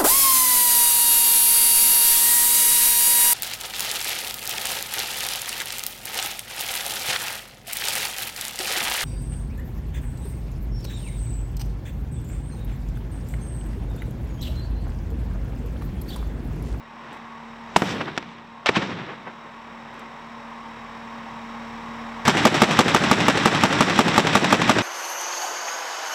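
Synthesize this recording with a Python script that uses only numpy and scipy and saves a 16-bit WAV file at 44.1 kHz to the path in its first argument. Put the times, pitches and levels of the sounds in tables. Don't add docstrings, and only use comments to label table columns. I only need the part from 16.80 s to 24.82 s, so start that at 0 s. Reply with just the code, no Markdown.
import sys
import numpy as np
from scipy import signal
from scipy.fft import rfft, irfft, next_fast_len
from scipy.io import wavfile
from scipy.ndimage import minimum_filter1d

SR = 44100
rng = np.random.default_rng(int(sys.argv[2]) if len(sys.argv) > 2 else 0)


def wav_out(sig):
    wavfile.write(sys.argv[1], SR, np.round(np.clip(np.atleast_2d(sig).T, -1, 1) * 32767).astype(np.int16))


N = 353682
TIME = np.arange(N) / SR
SHORT, LONG = TIME[:SR // 5], TIME[:3 * SR // 2]


# t/s, level/dB
BURST_ROUNDS = [(5.129, 3), (5.302, 6), (5.4797, 1), (5.6529, 4), (5.819, 3), (5.9902, 3.5), (6.1469, 0.5),
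                (6.3135, 0), (6.483, -0.5), (6.6576, -.5), (6.8362, -0.5), (7.0072, -1), (7.1906, .5),
                (7.3791, 1.5), (7.5533, 0.5), (7.7267, 0.5), (7.8948, 0)]
# f/Hz, level/dB, time to fade by 60 dB/s
ARMOUR_NOTES = [(226, -7, 0.033), (366, -14.5, 0.0073), (614, -14, 0.048), (880, -2, 0.022),
                (1173, -2, 0.02), (1290, -20, 0.011)]
# delay/s, level against the round in mid-burst/dB, smear/s, level change/(dB/s)
WALL_SLAPS = [(.0162, 0, 0.0076, -0.5), (.024, -1.5, 0.026, 0), (.091, -3, 0.0057, 2.1),
              (.099, -20, .022, -9), (.152, -8.5, .015, 3), (0.1709, -7, 0.02, 2)]
# delay/s, level against the round/dB
LOW_BOOMS = [(.0092, -11), (.02, -17.5), (0.0708, -15)]

def machine_gun(heard_from_s=5.452, mid_burst_s=7.16):
    out = np.zeros(N)
    echoes = np.array([street_echo(spread_db=10.5, onset_s=0.052, stretch=0.84) for _ in range(6)])
    notes = np.array([amp(db - 60 * SHORT / fade_s) * np.cos(2 * np.pi * hz * SHORT)
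                      for hz, db, fade_s in ARMOUR_NOTES])
    for s, db in BURST_ROUNDS:
        strengths = amp(db + rng.normal(0, 1.2, len(notes)))
        add(out, s, air(strengths @ notes, hz=2800))
        add(out, s, bang(db + 5, (630, 3380), scatter_db=-1.5, fall_s=0.0066))
        add(out, s + 0.0004, bang(db - 10, (2270, 7960), scatter_db=1, fall_s=0.0044))
        add(out, s + 0.003, bang(db - 17, (240, 1300), scatter_db=11.5, fall_s=0.018))
        for delay_s, wall_db, smear_s, db_per_s in WALL_SLAPS:
            slap_db = db + wall_db + db_per_s * (s - mid_burst_s)
            add(out, s + delay_s, bang(slap_db, (497, 3010), scatter_db=33 * delay_s, fall_s=smear_s))
        for delay_s, boom_db in LOW_BOOMS:
            add(out, s + delay_s, bang(db + boom_db, (165, 510), scatter_db=-1, fall_s=0.013))
        blend = rng.standard_normal(len(echoes))
        blend /= np.linalg.norm(blend)
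        add(out, s, amp(-14) * blend @ echoes)
    return out * (TIME > heard_from_s)


# t/s, bang level/dB, bang top f/Hz, thump level/dB, thump top f/Hz, echo level/dB
SINGLE_SHOTS = [(0.962, -0.5, 3140, -10.5, 530, -26.5), (1.0206, -1, 2170, -7, 604, -31.5),
                (1.3771, -4, 2720, -28.5, 500, -48), (1.8925, 1, 2360, -13, 616, -30.5),
                (1.9694, -14, 2170, -15, 316, -31)]

def single_shots():
    out = np.zeros(N)
    echo = street_echo(spread_db=8.5, onset_s=0.0084, stretch=1)
    for s, db, top_hz, thump_db, thump_hz, echo_db in SINGLE_SHOTS:
        crack = bang(db, (244, top_hz), scatter_db=-1, fall_s=0.0035)
        add(out, s, air(crack, 2.7 * top_hz))
        add(out, s, bang(thump_db, (138, thump_hz), scatter_db=-1.5, fall_s=0.013))
        add(out, s, amp(echo_db) * air(echo, 2.6 * top_hz))
        add_swell(out, s + 0.15, echo_db - 2, (199, 1.58 * top_hz), rise_s=0.072, fall_s=0.018)
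        add_swell(out, s + 0.18, echo_db - 8, (101, thump_hz), rise_s=0.084, fall_s=0.12)
    return out


def close_blast():
    out, s = np.zeros(N), SINGLE_SHOTS[0][0]
    add(out, s + 0.0009, bang(2.6, (706, 1060), scatter_db=-5.5, fall_s=0.00094))
    add(out, s + 0.002, bang(-16, (3000, 8000), scatter_db=8, fall_s=0.0046))
    add_swell(out, s + 0.007, -43, (5000, 14900), rise_s=0.003, fall_s=0.091)
    return out


# t/s, level/dB, rise/s, fall/s
BULLET_CRACKLES = [(0.9628, -9.5, .001, 0.0049), (1.368, -34, .006, .006), (1.861, -12.5, .001, 0.0052),
                   (1.867, -14.5, 0.0017, 0.015), (1.891, -13, 0.0049, .0023), (1.966, -14.5, 0.011, 0.013)]

def passing_bullets():
    out = np.zeros(N)
    for s, db, rise_s, fall_s in BULLET_CRACKLES:
        add(out, s, bang(db + 2.5, (800, 2910), scatter_db=-1, fall_s=0.0052))
        add_swell(out, s, db, (613, 3870), rise_s, fall_s)
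    return out


# f/Hz, level/dB, time to fade by 60 dB at stretch 1/s
STREET_TONE = [(45.5, -37, 0.62), (92, -5.5, 1.15), (178, 3.5, 1.28), (282, 1, 1.71), (417, 0, 0.73),
               (940, 0, 0.9), (1560, -0.5, 1.34), (3530, -8, 1.55), (5050, -13.5, 0.83), (8000, -23.5, 0.6),
               (15000, -39, 0.4)]

def street_echo(spread_db, onset_s, stretch):
    reflections = clicks(len(LONG), spread_db)
    edges_hz = 32 * 2 ** (np.arange(19) / 2)
    echo, power = 0, 0
    for low, high in zip(edges_hz, edges_hz[1:]):
        hz = np.sqrt(low * high)
        shifted = np.roll(reflections, int(low) * 7)
        part = band(shifted, low, high) * amp(at_hz(STREET_TONE, hz))
        power += np.var(part)
        fade_s = stretch * at_hz(STREET_TONE, hz, column=2)
        echo += part * amp(-60 * LONG / fade_s)
    build_up = 1 - np.exp(-(LONG / onset_s) ** 2)
    return echo / np.sqrt(power) * build_up


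# t/s, level/dB, smear/s
FAR_ECHOES = [(1.212, -19.5, 0.0088), (1.283, -25.5, 0.011), (1.428, -31, 0.0031), (1.585, -39, 0.0054),
              (2.026, -22.5, 0.01), (2.20, -33.5, .06), (2.305, -34, 0.041), (2.476, -33.5, .022),
              (2.65, -45, 0.034), (2.9, -46, 0.067)]

def far_echoes(fresh_top_hz=3500, half_as_bright_s=1):
    out = np.zeros(N)
    for s, db, smear_s in FAR_ECHOES:
        age_s = min(s - shot[0] for shot in SINGLE_SHOTS if shot[0] < s)
        top_hz = fresh_top_hz / (1 + age_s / half_as_bright_s)
        add_swell(out, s, db, (167, top_hz), rise_s=0.71 * smear_s, fall_s=smear_s)
    return out


# t/s, relative hum level/dB, relative fan
# level/dB
IDLE_LEVELS = [
    [(0.0, -48, -47.5), (0.19, -51, -45), (0.9, -44, -43.5)],
    [(1.6, -51, -47.5), (1.84, -50, -47)],
    [(2.6, -52, -44.5), (2.68, -49, -44.5), (5.4, -39, -38.5)],
]
# cycles per turn of the crank, relative level/dB
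EXHAUST_TONES = [(1, -22.5), (2, -23.5), (3, -22.5), (4, -24.5), (6, -1.5), (12, -15)]
# f/Hz, relative level/dB
FAN_TONE = [(30, -46), (85, -25), (135, -6), (260, -7.5), (390, -9.5), (600, -6.5), (950, 4), (1120, 1.5),
            (1450, -4.5), (2000, -3), (3000, -11.5), (4500, -20), (8000, -34), (11000, -41.5), (15000, -40)]
# f/Hz, width/Hz, level against the rush/dB
FAN_WHINES = [(573, 13, -21), (915, 30, -12.5), (1060, 12, -14.5), (1110, 18, -11), (1240, 21, -28),
              (1907, 36, -20), (3815, 180, -21.5), (5420, 400, -28.5)]

def idling_engine(crank_hz=38.37, hiss_above_hz=4570):
    times, hum_db, fan_db = np.vstack(IDLE_LEVELS).T
    hum_db, fan_db = np.interp(TIME, times, hum_db), np.interp(TIME, times, fan_db)
    crank_angle = 2 * np.pi * np.cumsum(crank_hz * (1 + 0.0023 * drift(13))) / SR
    hum = 0
    for cycles, db in EXHAUST_TONES:
        strength = np.sqrt(2) * amp(db + 1.5 * drift(19))
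        hum += strength * np.sin(cycles * crank_angle + rng.uniform(0, 2 * np.pi))
    rush = rms_one(colour(rng.standard_normal(N), FAN_TONE))
    rush *= 1 + 0.12 * np.sin(crank_angle)
    for hz, width_hz, db in FAN_WHINES:
        phase = 2 * np.pi * hz * TIME
        rush += amp(db) * (drift(width_hz) * np.cos(phase) + drift(width_hz) * np.sin(phase))
    dull = signal.sosfiltfilt(signal.butter(2, hiss_above_hz, fs=SR, output="sos"), rush)
    hiss = (rush - dull) * amp(0.32 * (fan_db - fan_db.mean()))
    return amp(hum_db - 2) * hum + amp(fan_db + 1.5) * (dull + hiss)


# t/s, level/dB
NEAR_RUSTLES = [(.32, -41), (3.19, -42)]
# t/s, level/dB, fall/s
NEAR_TICKS = [(.328, -57, 0.024), (.366, -65, .012), (3.14, -58, .004), (3.194, -50, .005)]

def rustles_and_ticks():
    out = np.zeros(N)
    for s, db in NEAR_RUSTLES:
        add_swell(out, s, db, (115, 2900), rise_s=0.12, fall_s=0.092)
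    for s, db, fall_s in NEAR_TICKS:
        add_swell(out, s, db, (2000, 15000), rise_s=0.001, fall_s=fall_s)
    return out


def bang(db, band_hz, scatter_db, fall_s):
    pulse = band(signal.unit_impulse(len(SHORT)), *band_hz)
    shape = np.exp(-SHORT / fall_s) * (1 - np.exp(-SHORT / 0.0011))
    scatter = band(clicks(len(SHORT), spread_db=3) * shape, *band_hz)
    scatter = amp(scatter_db) * rms_one(scatter) * np.std(pulse)
    return amp(db) * (pulse + scatter) / pulse.max()


def add_swell(out, peak_s, db, band_hz, rise_s, fall_s):
    t = TIME[:SR] - 0.5
    shape = np.exp(-np.maximum(-t / rise_s, t / fall_s))
    cloud = band(band(clicks(SR, spread_db=6.5), *band_hz), *band_hz)
    add(out, peak_s + t[0], amp(db) * shape * rms_one(cloud))


def clicks(count, spread_db):
    return rms_one(rng.standard_normal(count) * amp(spread_db * rng.standard_normal(count)))


def drift(rate_hz):
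    points = rng.standard_normal(4096)
    return rms_one(np.interp(TIME * rate_hz, np.arange(len(points)), points))


def air(x, hz):
    return signal.sosfilt(signal.butter(2, hz, fs=SR, output="sos"), x + 1e-18)


def band(x, low_hz, high_hz):
    return signal.sosfilt(signal.butter(2, [low_hz, high_hz], "band", fs=SR, output="sos"), x + 1e-18)


def colour(x, tone):
    size = 2 * next_fast_len(len(x))
    gains = amp(at_hz(tone, np.arange(size // 2 + 1) * SR / size))
    cepstrum = irfft(np.log(gains))
    cepstrum[1:size // 2] *= 2
    cepstrum[size // 2 + 1:] = 0
    return irfft(rfft(x, size) * np.exp(rfft(cepstrum)))[:len(x)]


def at_hz(rows, hz, column=1):
    rows = np.array(rows)
    return np.interp(np.log(hz + 1e-9), np.log(rows[:, 0]), rows[:, column])


def add(out, s, sound):
    start = round(s * SR)
    sound, start = sound[max(-start, 0):], max(start, 0)
    out[start:start + len(sound)] += sound[:max(N - start, 0)]


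def amp(db):
    return 10 ** (np.asarray(db) / 20)


def rms_one(x):
    return x / np.sqrt(np.mean(x ** 2) + 1e-20)


# f/Hz, level/dB
MICROPHONE_TONE = [(30, 8.5), (2800, -2), (3700, -0.5), (4300, -3.5), (4900, -1.5), (5600, 3), (6700, -1),
                   (7800, 4.5), (8600, -2.5), (12000, -4), (16000, -4)]

def scene():
    mix = idling_engine() + single_shots() + close_blast() + passing_bullets()
    mix = mix + far_echoes() + rustles_and_ticks() + machine_gun()
    return colour(mix, MICROPHONE_TONE)[None]


def gain_control(x, threshold_db, slope, hold_s, release_db_per_s, attack_s):
    wanted_cut_db = slope * np.maximum(20 * np.log10(np.abs(x) + 1e-9) - threshold_db, 0)
    size = 2 * int(hold_s * SR / 2) + 1
    held_db = -minimum_filter1d(-wanted_cut_db, size, origin=size // 2)
    recovery_db = release_db_per_s * TIME
    cut_db = np.maximum.accumulate(held_db + recovery_db) - recovery_db
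    smoothing = np.exp(-1 / (attack_s * SR))
    return x * amp(-signal.lfilter([1 - smoothing], [1, -smoothing], cut_db))


def record(dry):
    ceiling, cutoff_hz = 0.74, 16000
    ducked = gain_control(dry[0], threshold_db=-1, slope=0.71, hold_s=0.043,
                          release_db_per_s=400, attack_s=0.031)
    flattened = ducked / (1 + (ducked / ceiling) ** 4) ** 0.25
    return signal.sosfilt(signal.ellip(10, 0.1, 80, cutoff_hz, fs=SR, output="sos"), flattened)[None]


dry = scene()
out = record(dry)
wav_out(out)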